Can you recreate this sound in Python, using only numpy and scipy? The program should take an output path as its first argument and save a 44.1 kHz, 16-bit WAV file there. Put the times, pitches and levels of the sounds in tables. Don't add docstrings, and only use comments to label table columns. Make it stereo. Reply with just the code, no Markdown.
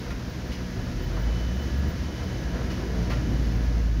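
import sys
import numpy as np
from scipy.fft import rfft, irfft, next_fast_len
from scipy.io import wavfile
from scipy.ndimage import map_coordinates

SR = 44100
rng = np.random.default_rng(int(sys.argv[2]) if len(sys.argv) > 2 else 0)


def unload_audio(sound):
    columns = np.transpose(np.atleast_2d(sound))
    steps = np.round(np.clip(columns, -1, 1) * 32767)
    wavfile.write(sys.argv[1], SR, steps.astype(np.int16))


N = 176400

# time in seconds, firing rate in Hz, level in dB.
ACCELERATING_CAR = [(.6, 31.36, -65), (.85, 37.76, -31.5), (1.0, 43.66, -30.5), (1.13, 46.84, -23),
                    (1.27, 53.4, -19.5), (1.43, 57.3, -22), (1.55, 64.5, -27.5), (1.7, 68, -27),
                    (1.79, 68.5, -18.5), (1.89, 74.25, -24), (1.96, 75.7, -35), (2.4, 83.4, -39),
                    (2.6, 85.5, -70)]
DRONING_CAR = [(2.2, 58, -65), (2.36, 58.1, -40), (2.45, 56.56, -21), (2.68, 57.03, -30),
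               (2.82, 57.7, -26.5), (3.35, 57.17, -22), (3.55, 56.37, -20), (3.85, 55.8, -18),
               (4, 54.74, -17)]
# multiple of the firing rate, gain in dB.
EXHAUST_HARMONICS = [(1, -0.5), (2, -14.5), (3, -17.5)]
LOW_RIGHT_DB = -15.5

def exhaust(car):
    hz, db = curves(car)
    hz = hz * (1 + 0.015 * wobble(15))
    note = sum(amp(gain) * tone(k * hz) for k, gain in EXHAUST_HARMONICS)
    return note * amp(db + 0.46 * wobble(15)) * amp([[0], [LOW_RIGHT_DB]])


# frequency in Hz, left and right density in dB per Hz before the gain.
BOOM_SPECTRUM = [(15, -84, -84), (28, -76, -80), (35, -65, -71), (44, -36.5, -61), (60, -44.5, -57),
                 (78, -38.5, -55.5), (95.3, -49.5, -58), (141, -88, -101), (300, -120, -120)]
ROAD_SPECTRUM = [(49.4, -65, -102), (95, -57.5, -65.5), (123, -46, -64.5), (144.5, -55.5, -67),
                 (220, -55, -70), (262, -58.5, -66), (310, -64, -67.5), (443, -77.5, -73.5),
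                 (860, -77.5, -82), (2000, -130, -130)]
TYRE_SPECTRUM = [(150, -77, -85), (334, -67.5, -74), (470, -69.5, -66.5), (697, -69.5, -70),
                 (842, -74.5, -79), (1050, -75.5, -74), (1164, -78.5, -77.5), (1387, -75, -70.5),
                 (2060, -85.5, -75), (2430, -96, -84), (3980, -110, -105), (8000, -150, -140)]
# time in seconds, gain in dB.
BOOM_GAIN = [(0, -16), (.1, -12), (.3, -8.5), (.7, -10.5), (1.2, -7.5), (2.0, -5), (2.7, -6.5), (3.3, -4.5),
             (3.8, -5), (4, -9)]
ROAD_GAIN = [(0, -1.5), (.3, -1.5), (.65, -3.5), (1.1, -2), (1.8, 0.5), (2.3, 1.5), (2.9, 0.5), (3.1, 5.5),
             (3.35, 7.5), (3.7, -0.5), (4, -2)]
TYRE_GAIN = [(0, -1.5), (.68, -2), (.79, -1), (.9, -1.5), (1.2, -0.5), (2.3, -0.4), (2.6, 1), (2.9, 2.5),
             (3.3, -2), (3.65, -0.5), (4, -5)]
# centre in Hz, width in Hz, left and right peak in dB before the gain.
CABIN_MODES = [(255.5, 33, -59.5, -63.5), (325.5, 17, -59, -67), (370.4, 11, -61, -59.5),
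               (482.7, 34, -70, -62), (962, 65, -73, -74.5)]

def street():
    boom = noise(BOOM_SPECTRUM, alike=1.0) * amp(curves(BOOM_GAIN)[0] + 1.03 * wobble(6.74))
    road = noise(ROAD_SPECTRUM, alike=0.93, lag_s=0.00048)
    road *= amp(curves(ROAD_GAIN)[0] + 0.4 * wobble(8.6))
    tyres = noise(TYRE_SPECTRUM, alike=0.54, lag_s=0.00023) + ringing(CABIN_MODES, alike=0.47)
    tyres *= amp(curves(TYRE_GAIN)[0] + 1.37 * wobble(24.74))
    return boom + road + tyres


# peak time in seconds, pitch in Hz, right level in dB,
# half length in seconds, left ear's gain in dB.
TRAFFIC_HUMS = [(0.785, 107.7, -39.5, 0.026, 13.5), (0.79, 380, -37.5, 0.025, -1),
                (1.071, 138.8, -44, 0.042, 15), (1.084, 335, -45, 0.091, -14),
                (1.54, 181, -44, 0.085, 15.5), (1.695, 331.1, -39.5, .055, -17),
                (2.804, 342.5, -39, 0.047, -3), (2.852, 392, -38.5, 0.04, -4), (2.972, 443, -37, 0.085, -6),
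                (3.009, 179.9, -39.5, 0.065, 12.5)]

def hums():
    both = sum(amp(db) * swell(s, half) * tone(hz + 4 * wobble(30)) * amp([[left], [0]])
               for s, hz, db, half, left in TRAFFIC_HUMS)
    return filtered(both, lambda hz: left_delay(hz, lag_s=0.0004))


# multiple of the firing rate, left and right level in dB.
ENGINE_ORDERS = [(1, -36.5, -53), (2, -41, -53), (3, -38, -57.5), (4, -43.5, -59.5), (5, -49.5, -62.5)]
GEAR_ORDERS = [(15, -61, -58), (20, -63, -60), (27, -58, -56), (28, -52, -52), (29, -66, -56),
               (31, -68, -60), (32, -66, -57)]
# time in seconds, gain in dB.
GEAR_GAIN = [(0, -16), (1.0, -2.5), (1.55, -4), (1.78, 1.5), (1.95, -0.5), (2.15, -7.5), (2.42, -0.5),
             (2.6, -5), (3.45, -6), (3.65, -2.5), (4, -8)]
FIRING_HZ = 60.61

def idle():
    hz = FIRING_HZ * (1 + 0.001 * wobble(12))
    low = sum(amp([[left], [right]]) * tone(k * hz + 1.314 * wobble(14)) * amp(2 * wobble(12))
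              for k, left, right in ENGINE_ORDERS)
    whirr = sum(amp([[left], [right]]) * tone(k * hz + 4 * wobble(60)) * amp(2.2 * wobble(14))
                for k, left, right in GEAR_ORDERS)
    whirr = filtered(whirr, lambda f: left_delay(f, lag_s=0.00012))
    return low + whirr * amp(curves(GEAR_GAIN)[0])


# frequency in Hz, left and right density in dB per Hz before the gain.
AIR_SPECTRUM = [(400, -100, -140), (1060, -87, -83.5), (1860, -83, -76), (2540, -91.5, -77.5),
                (3600, -97.5, -79.5), (5040, -99, -78.5), (6170, -107, -80), (7110, -123, -88.5),
                (8000, -136, -105), (8820, -132, -97), (12100, -115, -94), (14000, -116, -98),
                (16000, -117, -97)]
# time in seconds, gain in dB.
AIR_GAIN = [(0, 0), (.17, -1.2), (.45, -0.5), (.8, -0.5), (1.3, .5), (2.6, 0.4), (3.4, 0.5), (3.75, -1),
            (4, -2.5)]
# time in seconds, pitch in Hz, right level in dB.
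BLOWER_WHINE = [(0, 3015, -76), (.55, 3000, -59), (.9, 3010, -57), (1.4, 2997, -47.5), (1.95, 3000, -53.5),
                (2.3, 3014, -51.5), (2.6, 2996, -57), (2.9, 2972, -56.5), (3.15, 2968, -53),
                (3.7, 2976, -58), (4, 3002, -60)]
WHINE_NOISE_SHARE = 0.45

def ventilation():
    air = noise(AIR_SPECTRUM, alike=0.058) * amp(curves(AIR_GAIN)[0] + 0.41 * wobble(20))
    hz, db = curves(BLOWER_WHINE)
    flutter = np.sqrt(WHINE_NOISE_SHARE / 2) * (wobble(80) + 1j * wobble(80))
    carrier = np.exp(2j * np.pi * np.cumsum(hz) / SR)
    whine = unit(np.real((np.sqrt(1 - WHINE_NOISE_SHARE) + flutter) * carrier))
    return air + whine * amp(db) * amp([[-17], [0]])


# start in seconds, noise gain in dB, tilt in dB per octave,
# time to fall 60 dB in seconds, the loose part's pitch in Hz, its right level in dB.
TRIM_RATTLES = [(0.1, -7, -1.5, 0.11, 1400, -41.5), (0.515, -12, 5.5, 0.34, 2960, -46.5),
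                (1.162, -13, -11, 0.027, 700, -48), (2.698, -11, 4.5, 0.25, 2940, -45),
                (3.096, -1, -4, 0.17, 4380, -46), (3.108, -5, -1, 0.24, 1380, -38.5)]
# frequency in Hz, left and right density in dB per Hz before gain and tilt.
TRIM_SPECTRUM = [(250, -80, -74), (710, -75, -66), (1300, -70, -73), (2000, -80, -63.5), (2670, -80, -64),
                 (3570, -92, -70.5), (5500, -94, -71), (6500, -103, -74), (8200, -130, -102),
                 (8900, -120, -85.5), (12500, -108, -88), (15500, -115, -89)]
# centre in Hz, width in Hz, left and right peak in dB before gain and tilt.
TRIM_RESONANCES = [(1060, 35, -62, -56), (1187, 36, -65, -55), (1410, 36, -76, -72), (1896, 22, -60, -53),
                   (2530, 86, -72, -59.5), (3040, 54, -94, -76), (4480, 99, -87, -68), (5050, 70, -90, -66)]
RATTLE_RISE_S, RATTLE_HOLD_S = 0.007, 0.016

def rattles():
    grains = unit(amp(1.3 * wobble(400)))
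    octaves = lambda hz: np.log2(np.clip(hz, 500, 4000) / 2000)
    out = np.zeros((2, N))
    for s, db, tilt_db, t60, ring_hz, ring_db in TRIM_RATTLES:
        t = clock() - s
        rise = np.clip(t / RATTLE_RISE_S, 0, 1)
        decay = amp(-60 * np.maximum(t - RATTLE_HOLD_S, 0) / t60)
        trim = grains * noise(TRIM_SPECTRUM, alike=0.077) + ringing(TRIM_RESONANCES, alike=0.043)
        trim = filtered(trim, lambda hz: amp(db + tilt_db * octaves(hz)))
        ring = tone(ring_hz + 22 * wobble(300)) * amp(ring_db) * amp([[-10], [0]])
        out += rise * decay * (ring + trim)
    return out


# peak time in seconds, left level in dB.
BODY_JOLTS = [(.115, -27), (.51, -22)]
THUMP_HZ, THUMP_HALF_S = 61.4, 0.017

def thumps():
    body = sum(amp(db) * swell(s, THUMP_HALF_S) * tone(np.full(N, THUMP_HZ)) for s, db in BODY_JOLTS)
    return body * amp([[0], [LOW_RIGHT_DB]])


# peak time in seconds, right level in dB, half length in seconds.
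HIGH_SQUEAKS = [(.3, -57, .02), (.48, -57, .01), (1.045, -53, .025), (1.217, -54, 0.034),
                (1.557, -56, 0.012), (1.617, -56, 0.035), (1.787, -51, 0.011), (1.899, -51, 0.022),
                (2.241, -51, 0.0068), (3.559, -60, 0.017)]
SQUEAK_HZ, SQUEAK_HALF_WIDTH_HZ = 15000, 300

def squeaks():
    peak = lambda hz: 1 / (1 + ((hz - SQUEAK_HZ) / SQUEAK_HALF_WIDTH_HZ) ** 2)
    band = unit(filtered(rng.standard_normal(N), peak))
    level = sum(amp(db) * swell(s, half) for s, db, half in HIGH_SQUEAKS)
    return band * level * amp([[-23], [0]])


def stereo_noise(response, alike):
    white = np.sqrt(alike) * rng.standard_normal(N) + np.sqrt(1 - alike) * rng.standard_normal((2, N))
    return filtered(white, response) * np.sqrt(SR / 2)


def noise(spectrum, alike, lag_s=0):
    f, left, right = np.transpose(spectrum)
    def colour(hz):
        db = np.array([np.interp(np.log(hz + 1), np.log(f), ear) for ear in (left, right)])
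        return amp(db) * left_delay(hz, lag_s)
    return stereo_noise(colour, alike)


def ringing(modes, alike):
    def response(hz):
        return sum(amp([[left], [right]]) / (1 + (2 * (hz - centre) / width) ** 2)
                   for centre, width, left, right in modes)
    return stereo_noise(response, alike)


def tone(hz):
    return np.sqrt(2) * np.sin(2 * np.pi * (np.cumsum(hz) / SR + rng.random()))


def filtered(x, response):
    m = next_fast_len(N + SR // 2)
    return irfft(rfft(x, m) * response(np.fft.rfftfreq(m, 1 / SR)), m)[..., :N]


def left_delay(hz, lag_s):
    return np.exp(-2j * np.pi * hz * np.array([[lag_s], [0]]))


def swell(peak_s, half_s):
    return np.exp(-((clock() - peak_s) / half_s) ** 2)


def wobble(rate):
    return map_coordinates(rng.standard_normal(int(N * rate / SR) + 4), [clock() * rate], mode="nearest")


def curves(rows):
    s, *columns = np.transpose(rows)
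    return [np.interp(clock(), s, column) for column in columns]


def clock():
    return np.arange(N) / SR


def amp(db):
    return 10 ** (np.asarray(db) / 20)


def unit(x):
    return x / np.sqrt(np.mean(x ** 2) + 1e-20)


def scene():
    traffic = exhaust(ACCELERATING_CAR) + exhaust(DRONING_CAR) + street() + hums()
    return traffic + idle() + ventilation() + rattles() + thumps() + squeaks()


def record(dry):
    return filtered(dry, lambda hz: hz < 15780)


dry = scene()
out = record(dry)
unload_audio(out)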